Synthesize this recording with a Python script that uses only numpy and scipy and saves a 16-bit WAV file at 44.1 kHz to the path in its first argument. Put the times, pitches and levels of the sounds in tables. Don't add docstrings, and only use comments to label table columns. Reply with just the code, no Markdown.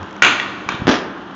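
import sys
import numpy as np
from scipy import signal
from scipy.fft import rfft, irfft
from scipy.io import wavfile

SR = 44100
rng = np.random.default_rng(int(sys.argv[2]) if len(sys.argv) > 2 else 0)


def generate_wav(sig):
    pcm = np.round(np.clip(np.atleast_2d(sig).T, -1, 1) * 32767).astype(np.int16)
    wavfile.write(sys.argv[1], SR, pcm)


N = 59535
T = np.arange(N) / SR

# freq_hz, gain_db
ROLL_SPECTRUM = [(30, -13.5), (60, -14.5), (110, -6.5), (160, -7), (195, 5), (230, -4.5), (300, 1),
                 (450, -7), (700, -7), (1050, -4.5), (1650, -8), (2150, -21), (3100, -16), (4500, -30.5),
                 (6300, -35.5), (8000, -50.5)]
# time_s, level_db
ROLL_ENVELOPE = [(0, -31), (.2, -35), (.5, -33.5), (.8, -31), (.97, -30), (1.1, -33), (1.22, -33.5),
                 (1.35, -34.5)]
# start_s, level_db
TICK_HITS = [(.030, -29), (.110, -30.5), (.129, -31), (.165, -29)]
# freq_hz, gain_db
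SNAP_SPECTRUM = [(100, -18), (650, -14.5), (1150, 2), (1800, -2.5), (2350, 7), (3000, -14), (3700, -9),
                 (4800, -17), (6100, -8), (8000, -24.5)]
# start_s, crack_db, knock_db, ring_db, pitch_hz, second_pitch_hz
FRAME_HITS = [(.2211, -6, 1.5, -15.5, 1442, 1915), (.2230, -3, 4, -16, 2334, 2635),
              (0.2344, -15.5, -4, -27, 1470, 2370), (.240, -23, -1, -30.5, 2366, 2435),
              (0.2478, -4.5, 1.5, -19.5, 2733, 3345), (0.265, -15, -6.5, -31, 2570, 1550),
              (0.271, -15, -4.5, -37, 2400, 1200), (0.322, -23, -12.5, -45, 2290, 1193),
              (0.3986, -19, -6.5, -29.5, 1870, 3370)]
# freq_hz, gain_db
FRAME_SPECTRUM = [(80, -27.5), (330, -11.5), (600, -14), (1000, -5), (1450, 1), (1850, -5.5), (2450, -5),
                  (3300, -8.5), (4800, -26.5), (6500, -15), (8000, -45.5)]
# pitch_hz, relative_db, unscaled_t60_s
SEAT_MODES = [(255, -9, .8), (386, -6, .6), (585, -9, .6), (836, -9, .6), (1108, -3, .7), (1215, 1, .7),
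              (1303, -3, .65), (1445, -2, .6), (1476, -2, .6), (2311, -2, .6), (2348, -3, .55),
              (2545, 0, .65), (2723, -1, .6), (6560, -12, .4)]
# freq_hz, gain_db
PLATE_SPECTRUM = [(80, -15.5), (320, 0), (550, -6), (900, -4.5), (1350, -0.5), (1900, -4), (2500, -2.5),
                  (3400, -3.5), (4300, -10.5), (5300, -21.5), (6500, -20), (8000, -33)]
# pitch_hz, width_hz, relative_db
ZING_BANDS = [(1150, 90, -11), (2440, 350, -7.5), (6130, 490, -13.5)]
# start_s, relative_db, pitch_hz
BUMP_HITS = [(0.663, -27, 150), (0.693, -28, 176), (.722, -25, 280), (0.7426, -23, 138), (0.752, -26, 285),
             (.797, -25, 131), (0.8157, -21.5, 95), (0.8187, -17.5, 219), (0.847, -27.5, 130),
             (.855, -19.5, 119)]
# freq_hz, gain_db
TRAIL_SPECTRUM = [(100, -15.5), (600, -4), (1150, -1), (1600, 4.5), (2000, -10.5), (2400, -11), (3700, -4),
                  (4600, -26.5), (6000, -22.5), (8000, -42.5)]
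# start_s, thud_relative_db, thud_hz, clack_relative_db
LANDING_HITS = [(.870, -9.5, 190, -15), (0.8786, 0.5, 310, -12.5), (0.8832, -9, 240, -14.5),
                (.890, -6.5, 410, -9), (0.8932, -1.5, 284, -15), (0.8973, -11.5, 290, -14),
                (.914, -11.5, 377, -17.5), (.921, -13, 328, -19.5), (.941, -30, 330, -19),
                (.956, -29, 370, -21.5), (0.989, -35, 320, -25.5), (1.071, -24, 280, -49)]
# freq_hz, gain_db
CLACK_SPECTRUM = [(80, -8.5), (300, 1), (600, 1), (1100, -3), (1650, 1), (2200, -8), (3300, -6.5),
                  (4500, -13.5), (5600, -14), (8000, -34)]
# delay_s, level_db
WALL_ECHOES = [(.014, -15.5), (0.031, -11.5), (.061, -18.5)]

SLIDE_START_S, RELEASE_S = .228, .6893


def amp(db):
    return 10 ** (np.asarray(db) / 20)


def unit(x):
    return x / np.sqrt(np.mean(x ** 2))


def convolve(x, response):
    return signal.fftconvolve(x, response)[:N]


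def delay(x, start_s):
    return np.interp(T - start_s, T, x, left=0)


def decay(t60_s):
    return np.exp(-np.log(1000) * T / t60_s)


def low_cut(x, cutoff_hz):
    return signal.sosfilt(signal.butter(2, cutoff_hz, "high", fs=SR, output="sos"), x)


def resonate(x, pitch_hz, width_hz):
    return unit(signal.lfilter(*signal.iirpeak(pitch_hz, pitch_hz / width_hz, fs=SR), x))


def colour(x, spectrum, size=4096):
    freq_hz, gain_db = np.array(spectrum).T
    bins_hz = np.fft.rfftfreq(size, 1 / SR)
    gain = amp(np.interp(np.log(bins_hz + 1), np.log(freq_hz), gain_db))
    cepstrum = irfft(np.log(unit(gain)))
    cepstrum[1:size // 2] *= 2
    cepstrum[size // 2 + 1:] = 0
    return convolve(x, irfft(np.exp(rfft(cepstrum))))


def burst(spectrum, fade_s, hold_s=0):
    envelope = np.exp(-np.maximum(T - hold_s, 0) / fade_s)
    noise = colour(rng.standard_normal(N) * envelope, spectrum)
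    return noise * np.sqrt(np.sum(envelope ** 2) / np.sum(noise ** 2))


def wash(t60_s, treble_t60_s, rise_s, split_hz=2500):
    noise = rng.standard_normal(N)
    low = signal.sosfiltfilt(signal.butter(2, split_hz, fs=SR, output="sos"), noise)
    tail = low * decay(t60_s) + (noise - low) * decay(treble_t60_s)
    return tail * (1 - np.exp(-T / rise_s))


def thud(pitch_hz, fade_s, rise_s=.00047):
    return np.sin(2 * np.pi * pitch_hz * T) * np.exp(-T / fade_s) * (1 - np.exp(-T / rise_s))


def rolling(joints_per_s=45, joint_db=1):
    unevenness = np.interp(T * joints_per_s, np.arange(N), rng.standard_normal(N))
    level_db = np.interp(T, *np.array(ROLL_ENVELOPE).T) + joint_db * unevenness
    return colour(rng.standard_normal(N) * amp(level_db), ROLL_SPECTRUM)


def takeoff(level_db=-29.5, pitch_hz=93.6, peak_s=.019, width_s=.026):
    swell = np.exp(-((T - peak_s) / width_s) ** 2)
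    return amp(level_db) * np.sin(2 * np.pi * pitch_hz * T) * swell


def ticks():
    return sum(delay(amp(level_db) * burst(SNAP_SPECTRUM, fade_s=.0012), start_s)
               for start_s, level_db in TICK_HITS)


def frame_blow(spectrum, start_s, crack_db, knock_db, ring_db, pitch_hz, second_pitch_hz):
    crack = burst(spectrum, fade_s=.0023, hold_s=.0018)
    knock = thud(pitch_hz, fade_s=.0026) + amp(-4) * thud(second_pitch_hz, fade_s=.0026)
    return delay(amp(crack_db) * crack + amp(knock_db) * knock + amp(ring_db) * seat_ring(), start_s)


def seat_ring(level_db=-5, t60_scale=1.16):
    phases = rng.random(len(SEAT_MODES))
    modes = sum(amp(db) * np.sin(2 * np.pi * (hz * T + phase)) * decay(unscaled_t60_s * t60_scale)
                for (hz, db, unscaled_t60_s), phase in zip(SEAT_MODES, phases))
    shimmer = colour(wash(t60_s=.86, treble_t60_s=.82, rise_s=.004), PLATE_SPECTRUM)
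    return amp(level_db) * (amp(-1.5) * modes / 2 + shimmer)


def frame_slide(slips_per_s=1800, spread_db=1, impact_db=-14.5, settled_db=-52.5, settle_s=.062):
    slips = (rng.random(N) < slips_per_s / SR) * rng.choice([-1, 1], N)
    slips = slips * amp(spread_db * rng.standard_normal(N))
    scrape = colour(unit(slips), PLATE_SPECTRUM)
    zing = sum(amp(db) * resonate(slips, hz, width_hz) for hz, width_hz, db in ZING_BANDS)
    load = amp(settled_db) + amp(impact_db) * np.exp(-np.maximum(T - SLIDE_START_S, 0) / settle_s)
    on_seat = (T > SLIDE_START_S) & (T < RELEASE_S)
    return (scrape + zing) * load * on_seat


def bench_rumble(level_db=-36, fade_s=.13):
    noise = low_cut(rng.standard_normal(N), cutoff_hz=52)
    shudder = resonate(noise, pitch_hz=114, width_hz=52)
    return delay(amp(level_db) * shudder * np.exp(-T / fade_s), SLIDE_START_S)


def bumps():
    return 2 * sum(delay(amp(db) * thud(hz, fade_s=.0044), start_s) for start_s, db, hz in BUMP_HITS)


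def frame_release(trail_db=-27.5):
    snap = frame_blow(SNAP_SPECTRUM, RELEASE_S, crack_db=-14.5, knock_db=-8, ring_db=-28,
                      pitch_hz=1166, second_pitch_hz=2350)
    trail = amp(trail_db) * burst(TRAIL_SPECTRUM, fade_s=.016, hold_s=.056)
    return snap + delay(trail, RELEASE_S)


def landing(boot_gain_db=3, rattle_db=-12, scuff_db=-19):
    hits = np.zeros(N)
    for start_s, thud_db, thud_hz, clack_db in LANDING_HITS:
        boot = amp(thud_db + boot_gain_db) * thud(thud_hz, fade_s=.0043)
        clack = 2 * burst(CLACK_SPECTRUM, fade_s=.0022)
        rattle = amp(rattle_db) * burst(CLACK_SPECTRUM, fade_s=.028)
        hits += delay(boot + amp(clack_db) * (clack + rattle), start_s)
    scuff = amp(scuff_db) * burst(CLACK_SPECTRUM, fade_s=.035, hold_s=.044)
    return low_cut(hits, cutoff_hz=85) + delay(scuff, start_s=.889)


def yard(x, tail_db=-10):
    echoes = sum(amp(level_db) * delay(x, delay_s) for delay_s, level_db in WALL_ECHOES)
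    response = wash(t60_s=.92, treble_t60_s=.42, rise_s=.0079)
    tail = convolve(x, response / np.linalg.norm(response))
    return low_cut(echoes + amp(tail_db) * tail, cutoff_hz=260)


def scene():
    slam = sum(frame_blow(FRAME_SPECTRUM, *hit) for hit in FRAME_HITS)
    bench = low_cut(slam + frame_release(), cutoff_hz=90)
    skates = bench + frame_slide() + landing() + ticks()
    return (skates + yard(skates) + rolling() + takeoff() + bench_rumble() + bumps())[None]


def record(dry, ceiling=.95, knee=3.86, low_hz=50, top_hz=7450):
    flattened = dry[0] / (1 + np.abs(dry[0] / ceiling) ** knee) ** (1 / knee)
    low_pass = signal.firwin(161, top_hz, window=("kaiser", 7), fs=SR)
    return signal.fftconvolve(low_cut(flattened, low_hz), low_pass, "same")[None]


dry = scene()
out = record(dry)
generate_wav(out)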